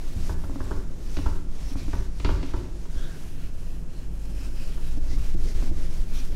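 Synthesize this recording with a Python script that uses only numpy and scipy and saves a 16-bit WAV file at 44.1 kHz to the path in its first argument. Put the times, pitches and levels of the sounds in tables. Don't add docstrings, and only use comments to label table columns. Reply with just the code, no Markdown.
import sys
import numpy as np
from scipy import signal
from scipy.fft import rfft, irfft, next_fast_len
from scipy.io import wavfile
from scipy.ndimage import uniform_filter1d

SR = 44100
rng = np.random.default_rng(int(sys.argv[2]) if len(sys.argv) > 2 else 0)


def unload_audio(sound):
    columns = np.transpose(np.atleast_2d(sound))
    steps = np.round(np.clip(columns, -1, 1) * 32767)
    wavfile.write(sys.argv[1], SR, steps.astype(np.int16))


N = 280035
TIME = np.arange(N) / SR

# pitch in Hz, relative level in dB, t60 in seconds.
THUD_MODES = [(135, -7, .13), (168, -3, .17), (222, -4, .1), (262, -7, .07), (292, 0, .11), (315, -3, .08),
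              (343, -.5, .12), (378, -4, .09), (485, -7.5, .08), (540, -6, .09), (615, -10, .09),
              (690, -17, .04)]
# pitch in Hz, relative level in dB, t60 in seconds.
BOOM_MODES = [(41.2, 4, 0.45), (56.7, 3.5, 0.27), (76.3, 0, 0.47), (102.4, -7, 0.64), (170, -16, 0.98),
              (211, -6.5, 0.16)]
THUD_CONTACT_HZ, BOOM_CONTACT_HZ = 750, 240


def from_db(db):
    return 10 ** (np.asarray(db) / 20)


def rms_one(x):
    return x / np.sqrt(np.mean(x ** 2) + 1e-20)


def in_time(points):
    return np.interp(TIME, *np.transpose(points))


def at_hz(points, hz):
    points_hz, values = np.transpose(points)
    return np.interp(np.log(hz + 1e-9), np.log(points_hz), values)


def drift(rate_hz):
    hop, settle = 40, 2000
    pole = np.exp(-2 * np.pi * rate_hz * hop / SR)
    white = rng.standard_normal(N // hop + settle + 2)
    slow = signal.lfilter([1], [1, -2 * pole, pole * pole], white)[settle:]
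    return np.interp(np.arange(N) / hop, np.arange(len(slow)), rms_one(slow))


def filtered(x, spectrum):
    size = next_fast_len(N)
    hz = np.fft.rfftfreq(size, 1 / SR)
    return irfft(rfft(x, size) * from_db(at_hz(spectrum, hz)), size)[:N]


def coloured_noise(spectrum):
    return rms_one(filtered(rng.standard_normal(N), spectrum))


def band(x, low_hz, high_hz):
    return signal.sosfilt(signal.butter(2, [low_hz, high_hz], "band", fs=SR, output="sos"), x)


def softened(x, hz):
    return signal.sosfilt(signal.butter(2, hz, fs=SR, output="sos"), x)


def blows(times, strength_db):
    out = np.full(N, 1e-18)
    out[np.round(times * SR).astype(int)] = from_db(strength_db)
    return out


def strike(times, strength_db, modes, scatter_db=2.0):
    shares = from_db(np.array(modes)[:, 1] + scatter_db * rng.standard_normal((len(times), len(modes))))
    shares = shares / np.sqrt(np.sum(shares ** 2, axis=1, keepdims=True))
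    out = np.zeros(N)
    for share, (hz, _, t60) in zip(shares.T, modes):
        pole, angle = from_db(-60 / (t60 * SR)), 2 * np.pi * hz / SR
        force = blows(times, strength_db + 20 * np.log10(share))
        out += signal.lfilter([0, np.sin(angle)], [1, -2 * pole * np.cos(angle), pole * pole], force)
    return out


def fan():
    # centre in Hz, width in Hz, level in dB.
    hum_bands = [(46.41, 1.6, -38), (91.5, 4.6, -48), (160.3, 8, -51.5), (242, 5.6, -59.5), (289, 20, -73)]
    # frequency in Hz, relative density in dB.
    air_spectrum = [(35, -0.5), (60, -3), (118, -4), (167, 0.5), (206, -7), (305, -13), (829, -25),
                    (3120, -39.5), (3670, -44.5), (6710, -35), (12300, -47.5), (15500, -60)]
    hum = 0
    for hz, width, db in hum_bands:
        note = band(rng.standard_normal(N), hz - width / 2, hz + width / 2)
        hum += from_db(db) * rms_one(note)
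    return hum + from_db(-44) * coloured_noise(air_spectrum)


def wiping(last_stop_s=6.34, easing_per_s=3.05, grip_s=0.04):
    # start and fastest moment in seconds,
    # share of speed kept at the turn (little in a sharp reversal, much in a rounded loop),
    # then relative levels in dB of felt hiss, top of the hiss, block rasp and panel drone.
    strokes = [(-0.04, .10, 0.6, -53.5, -6, -55, -44.5), (.14, 0.283, 0.38, -48, -9, -54.5, -42.5),
               (.35, .46, 0.34, -56.5, -4, -60, -46), (.51, 0.707, 0.58, -54.5, -7, -55.5, -42),
               (0.888, 1.217, 0.1, -51, -8.5, -56, -44.5), (1.48, 1.725, 0.08, -50, -11.5, -54.5, -45),
               (1.758, 1.785, .1, -51.5, -10.5, -53, -45), (1.85, 1.92, .6, -51, -10.5, -53.5, -46),
               (2.097, 2.333, 0.1, -51.5, -11.5, -57, -51), (2.395, 2.463, 0.45, -54, -12, -54, -42),
               (2.69, 2.804, 0.35, -57, -11, -61, -47.5), (2.882, 3.022, 0.34, -53, -10, -57.5, -44.5),
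               (3.087, 3.176, 0.8, -56, -3.5, -55, -47), (3.354, 3.44, 0.48, -62, 0, -54.5, -48),
               (3.51, 3.645, 0.25, -61.5, 0, -57.5, -49.5), (3.857, 3.975, 0.22, -60.5, -5, -58, -47.5),
               (4.104, 4.304, 0.22, -59, -2, -58, -47.5), (4.345, 4.423, 0.4, -55, -3, -53.5, -45),
               (4.53, 4.65, 0.32, -54, -3.5, -53, -44.5), (4.80, 4.87, 0.35, -54, -4.5, -53, -46.5),
               (4.998, 5.135, 0.12, -52, -8.5, -55, -44), (5.172, 5.24, .08, -51, -7.5, -51, -45),
               (5.36, 5.495, 0.07, -49.5, -10, -55, -43), (5.54, 5.58, .16, -49.5, -9, -50.5, -42),
               (5.715, 5.845, 0.09, -51, -9.5, -53, -43.5), (5.888, 5.935, 0.4, -52, -6.5, -55, -44),
               (6.075, 6.186, 0.17, -50, -6, -54.5, -44.5), (6.305, 6.37, 0.4, -58, -4, -53, -43.5)]
    start, fastest, kept, *levels = np.transpose(strokes)
    stroke = np.maximum(np.searchsorted(start, TIME) - 1, 0)
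    length_s = np.diff(start, append=last_stop_s)[stroke]
    marks = np.sort(np.concatenate([start, fastest, [last_stop_s]]))
    half_strokes = np.interp(TIME, marks, np.arange(len(marks)))
    swing = np.abs(np.sin(half_strokes * np.pi / 2))
    nearest_turn = np.minimum(np.round(half_strokes / 2).astype(int), len(kept) - 1)
    slowest = kept[nearest_turn]
    easing = .5 + easing_per_s * length_s
    speed = slowest + (1 - slowest) * swing ** easing
    return [speed] + [uniform_filter1d(level[stroke], size=int(grip_s * SR)) for level in levels]


def felt(hiss_db, top_db, rasp_db):
    # frequency in Hz, relative density in dB.
    hiss_spectrum = [(500, 3), (900, 0.5), (1400, -0.5), (2000, -2), (2500, -3), (3200, -4), (4000, -2),
                     (5600, 0.5), (6600, -2), (8000, -4), (10500, -5.5), (13000, -8.5), (15500, -17)]
    # frequency in Hz, relative density in dB.
    rasp_spectrum = [(300, -32), (700, -5), (1100, -1.5), (1550, -1.5), (2000, -1), (2550, -1.5),
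                     (3100, -3), (3700, -3), (4400, -7), (6000, -9), (15000, -49)]
    edges = np.geomspace(600, 16000, 21)
    white = rng.standard_normal((2, N))
    hiss, power = 0, 0
    for k, (low, high) in enumerate(zip(edges, edges[1:])):
        hz = np.sqrt(low * high)
        fibres = from_db(at_hz(hiss_spectrum, hz)) * band(white[k % 2], low, high)
        power += np.mean(fibres ** 2)
        opening_db = at_hz([(6500, 0.23), (11500, 0.84)], hz) * (top_db + 5)
        hiss += fibres * from_db(opening_db + drift(rate_hz=13))
    hiss = hiss / np.sqrt(power) * from_db(hiss_db + 1.5)
    rasp = coloured_noise(rasp_spectrum) * from_db(rasp_db - 1.5)
    flutter_db, judder_db = .7 * drift(rate_hz=25), .7 * drift(rate_hz=180)
    return (hiss + rasp) * from_db(flutter_db + judder_db)


def panel(drone_db):
    # time in seconds, relative level in dB.
    sway_levels = [(0, -28), (.32, -25), (.62, -32), (.76, -28), (1.0, -30), (1.28, -25), (1.45, -26.5),
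                   (2.15, -30), (2.3, -26.5), (2.78, -35.5), (2.99, -22), (3.13, -34.5), (3.42, -28),
                   (3.9, -31.5), (4.4, -32), (4.58, -26.5), (5.22, -20), (6.35, -23.5)]
    # frequency in Hz, relative density in dB.
    sway_spectrum = [(5, 2), (15, 14.5), (25, -2.5), (34, -5), (44, -2.5), (60, -12.5), (85, -24.5),
                     (115, -30), (200, -31), (400, -71)]
    # frequency in Hz, relative density in dB.
    drone_spectrum = [(70, -34), (120, 6.5), (170, -1.5), (218, -6), (248, 4.5), (285, 3), (316, -1),
                      (342, 5.5), (376, -4.5), (408, -2), (460, -6), (540, -6.5), (650, -10.5),
                      (900, -20.5), (2000, -73)]
    sway = coloured_noise(sway_spectrum)
    sway = sway / np.sqrt(uniform_filter1d(sway ** 2, size=SR // 7))
    unevenness = from_db(1.4 * drift(rate_hz=16))
    drone = coloured_noise(drone_spectrum) * unevenness
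    return from_db(in_time(sway_levels) + 3.5) * sway + from_db(drone_db - 2.5) * drone


def thumps(bounce_t60_s=.085, slap_band_hz=(480, 1370)):
    # start in seconds, bounce level in dB, bounce pitch in Hz,
    # then levels in dB of panel boom, panel thud and slap. All levels are relative.
    landings = [(.166, -45, 285, -19, -41, -45), (.4964, -27, 280, -36, -36, -38),
                (.558, -25, 284, -36, -34.5, -36.5), (1.1888, -24, 284, -28, -36, -35.5),
                (1.716, -29.5, 276, -36, -45, -61), (1.7555, -24, 284, -23, -36, -38.5),
                (1.881, -26, 300, -40, -39, -42), (2.431, -26.5, 272, -33, -40, -41.5),
                (4.311, -42, 240, -40, -42, -61), (4.973, -27.5, 290, -29, -35, -62),
                (5.347, -30.5, 344, -31, -35, -58), (5.6247, -27.5, 252, -31, -31.5, -40),
                (5.7138, -32, 344, -19, -31.5, -58)]
    start, bounce_db, bounce_hz, boom_db, thud_db, slap_db = np.transpose(landings)
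    bounce = sum(strike(start[[k]] + .001, bounce_db[k], [(hz, 0, bounce_t60_s)])
                 for k, hz in enumerate(bounce_hz))
    slap = blows(start, slap_db + 34)
    slap = band(band(slap, *slap_band_hz), *slap_band_hz)
    thud = strike(start, thud_db, THUD_MODES)
    tap = softened(bounce + thud, THUD_CONTACT_HZ) + slap
    boom = softened(strike(start, boom_db, BOOM_MODES), BOOM_CONTACT_HZ)
    return tap + boom + classroom(from_db(-8) * tap)


def classroom(x, build_s=.008):
    # frequency in Hz, t60 in seconds.
    decay_times = [(150, 0.72), (400, 0.58), (1000, 0.55), (3000, 0.81), (8000, 1), (15000, 0.7)]
    t = TIME[:SR]
    edges = np.geomspace(60, 16000, 9)
    tail = 0
    for low, high in zip(edges, edges[1:]):
        t60 = at_hz(decay_times, np.sqrt(low * high))
        tail += band(rng.standard_normal(len(t)), low, high) * from_db(-60 * t / t60)
    tail *= 1 - np.exp(-t / build_s)
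    return signal.fftconvolve(x, tail / np.sqrt(np.sum(tail ** 2)))[:N]


def chatter(times, strength_db, spectrum, decay_s):
    envelope = signal.lfilter([1], [1, -np.exp(-1 / (decay_s * SR))], blows(times, strength_db))
    return coloured_noise(spectrum) * envelope


def knocks(valley_hz=780, valley_width_hz=160, valley_depth=.6):
    # start in seconds, then relative levels in dB of
    landings = [(0.2951, -20, -29.5, -32.5, -36, -57), (0.438, -25, -33, -42, -41.5, -60),
                (0.6039, -22, -32, -32.5, -35, -61), (0.711, -20, -29, -31, -35, -68),
                (1.1682, -18, -28, -43, -41, -41.5), (1.26, -15.5, -26.5, -30.5, -32, -52),
                (1.9333, -17.5, -27, -31.5, -35, -58), (2.199, -24, -36, -46, -43, -43.5),
                (2.2469, -14, -24, -34.5, -29.5, -34.5), (2.2908, -12, -22, -27.5, -31.5, -48),
                (2.4287, -32, -37, -43, -43, -44.5), (2.5373, -20, -27.5, -30, -34, -56),
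                (2.855, -42, -50, -52, -54, -58), (4.78, -36, -44, -44, -60, -68),
                (5.176, -38, -42, -50, -49, -58)]
    # mode in Hz, relative level in dB, t60 in seconds.
    block_modes = [(897, 0, .06), (965, 3, .07), (1095, -6, .04), (1162, -5.5, .055), (1250, -5.5, .035),
                   (1320, -3.5, .035), (1410, -5, .03), (1510, -10, .025), (1695, -6, .03)]
    # mode in Hz, relative level in dB, t60 in seconds.
    edge_modes = [(720, -1, .03), (1943, -3, .04), (2143, 0, .045), (2390, -2, .035), (2595, -1, .03),
                  (3000, -5, .025), (3450, -6, .025), (3950, -5, .025), (4400, -7, .025), (5120, -6, .025),
                  (5890, -9, .02)]
    # frequency in Hz, relative density in dB.
    clack_spectrum = [(200, 7), (450, 3), (680, -7), (830, -9), (945, 9), (1080, 2), (1400, 4), (1750, -3),
                      (2300, -21), (6000, -60)]
    # frequency in Hz, relative density in dB.
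    click_spectrum = [(300, -14), (1000, -3), (1900, 0), (2900, 1), (5000, -4.5), (7500, -15), (10000, -27),
                      (15000, -45)]
    start, boom_db, thud_db, ring_db, chatter_db, click_db = np.transpose(landings)
    thud = softened(strike(start + .004, thud_db + .5, THUD_MODES), THUD_CONTACT_HZ)
    boom = softened(strike(start + .0043, boom_db - .5, BOOM_MODES), BOOM_CONTACT_HZ)
    rebound = start + rng.uniform(.004, .008, len(start))
    ring = strike(start, ring_db, block_modes) + strike(rebound, ring_db - 12, block_modes)
    ring = softened(ring, hz=2100)
    clack = ring + chatter(start, chatter_db, clack_spectrum, decay_s=.013)
    valley = signal.iirpeak(valley_hz, valley_hz / valley_width_hz, fs=SR)
    clack -= valley_depth * signal.lfilter(*valley, clack)
    click = strike(start, click_db + 2.5, edge_modes)
    click += chatter(start, click_db + 3, click_spectrum, decay_s=.011)
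    wood = softened(clack + click, hz=7200)
    echo = classroom(from_db(-2) * thud + from_db(-4.5) * wood)
    return thud + boom + wood + echo


def singing_pad():
    # middle in seconds, spread to either side in seconds, pitch in Hz,
    # bandwidth in Hz, glide in Hz per second, level at the middle in dB.
    notes = [(1.136, 0.026, 5870, 700, 0, -59), (1.691, 0.043, 5580, 650, 2002, -56),
             (1.794, 0.012, 4400, 1000, 0, -52), (1.805, 0.031, 2380, 500, 0, -56.5),
             (1.926, 0.033, 2460, 300, 0, -59), (1.97, 0.058, 5950, 700, 0, -60),
             (3.064, 0.08, 1543, 300, 2, -53), (3.03, 0.047, 3460, 600, 1500, -53.5),
             (3.446, 0.015, 2200, 1400, 0, -58), (3.967, .031, 4230, 400, -3, -63),
             (4.416, 0.052, 2510, 280, 0, -59.5), (4.419, 0.06, 5240, 600, -1500, -59.5),
             (4.614, 0.042, 2565, 520, 800, -55), (4.622, .06, 4900, 700, -2500, -57.5),
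             (4.73, .022, 2880, 2200, 0, -56), (4.89, 0.037, 3890, 350, 0, -61),
             (5.131, 0.018, 2080, 150, 2000, -53.5), (5.125, 0.027, 4890, 2400, 0, -53),
             (5.165, .04, 315, 89.5, 900, -45), (5.476, .035, 393, 141, 0, -45.5),
             (5.668, .03, 249, 80, 0, -42.5), (5.499, 0.023, 2040, 480, 0, -55),
             (5.498, 0.022, 5340, 2000, 0, -51), (5.846, 0.029, 1690, 700, 0, -58),
             (6.167, 0.047, 2430, 300, 0, -55.5), (6.18, 0.038, 3660, 1000, 0, -51.5),
             (6.184, 0.025, 5800, 800, 0, -51.5)]
    out = np.zeros(N)
    for middle, spread, hz, width, glide, db in notes:
        near = np.abs(TIME - middle) < 4 * spread
        t = TIME[near] - middle
        grain = softened(rng.standard_normal((2, SR)), width / 2)[:, -len(t):]
        phase = 2 * np.pi * (hz * t + glide * t ** 2 / 2)
        swell = np.exp(-.5 * (t / spread) ** 2)
        note = swell * (grain[0] * np.cos(phase) + grain[1] * np.sin(phase))
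        out[near] += from_db(db) * note * np.sqrt(np.sum(swell ** 2) / np.sum(note ** 2))
    return out


def tilted_pad(rub):
    # frequency in Hz, gain in dB.
    hollow_colour = [(1050, -2), (1600, 2), (2120, -4.5), (2520, 2), (3100, 1.5), (3660, -5), (4100, 1),
                     (4600, -2), (5150, .5), (6200, -2), (7500, 1), (9000, 0)]
    # time in seconds, share from 0 to 1.
    hollowness = [(3.15, 0), (3.35, .7), (4.05, 1), (4.45, .85), (4.92, .7), (5.08, .15)]
    share = in_time(hollowness)
    return (1 - share) * rub + share * filtered(rub, hollow_colour)


def scene():
    speed, hiss_db, top_db, rasp_db, drone_db = wiping()
    speed_db = 20 * np.log10(speed)
    rub = felt(hiss_db + .56 * speed_db, top_db + .5 * (1 - speed), rasp_db + .49 * speed_db)
    pad = tilted_pad(rub) + singing_pad()
    board = knocks() + thumps() + panel(drone_db + .19 * speed_db)
    return (pad + board + fan())[None]


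def record(dry):
    return signal.sosfilt(signal.ellip(12, .1, 90, 15750, fs=SR, output="sos"), dry)


dry = scene()
out = record(dry)
unload_audio(out)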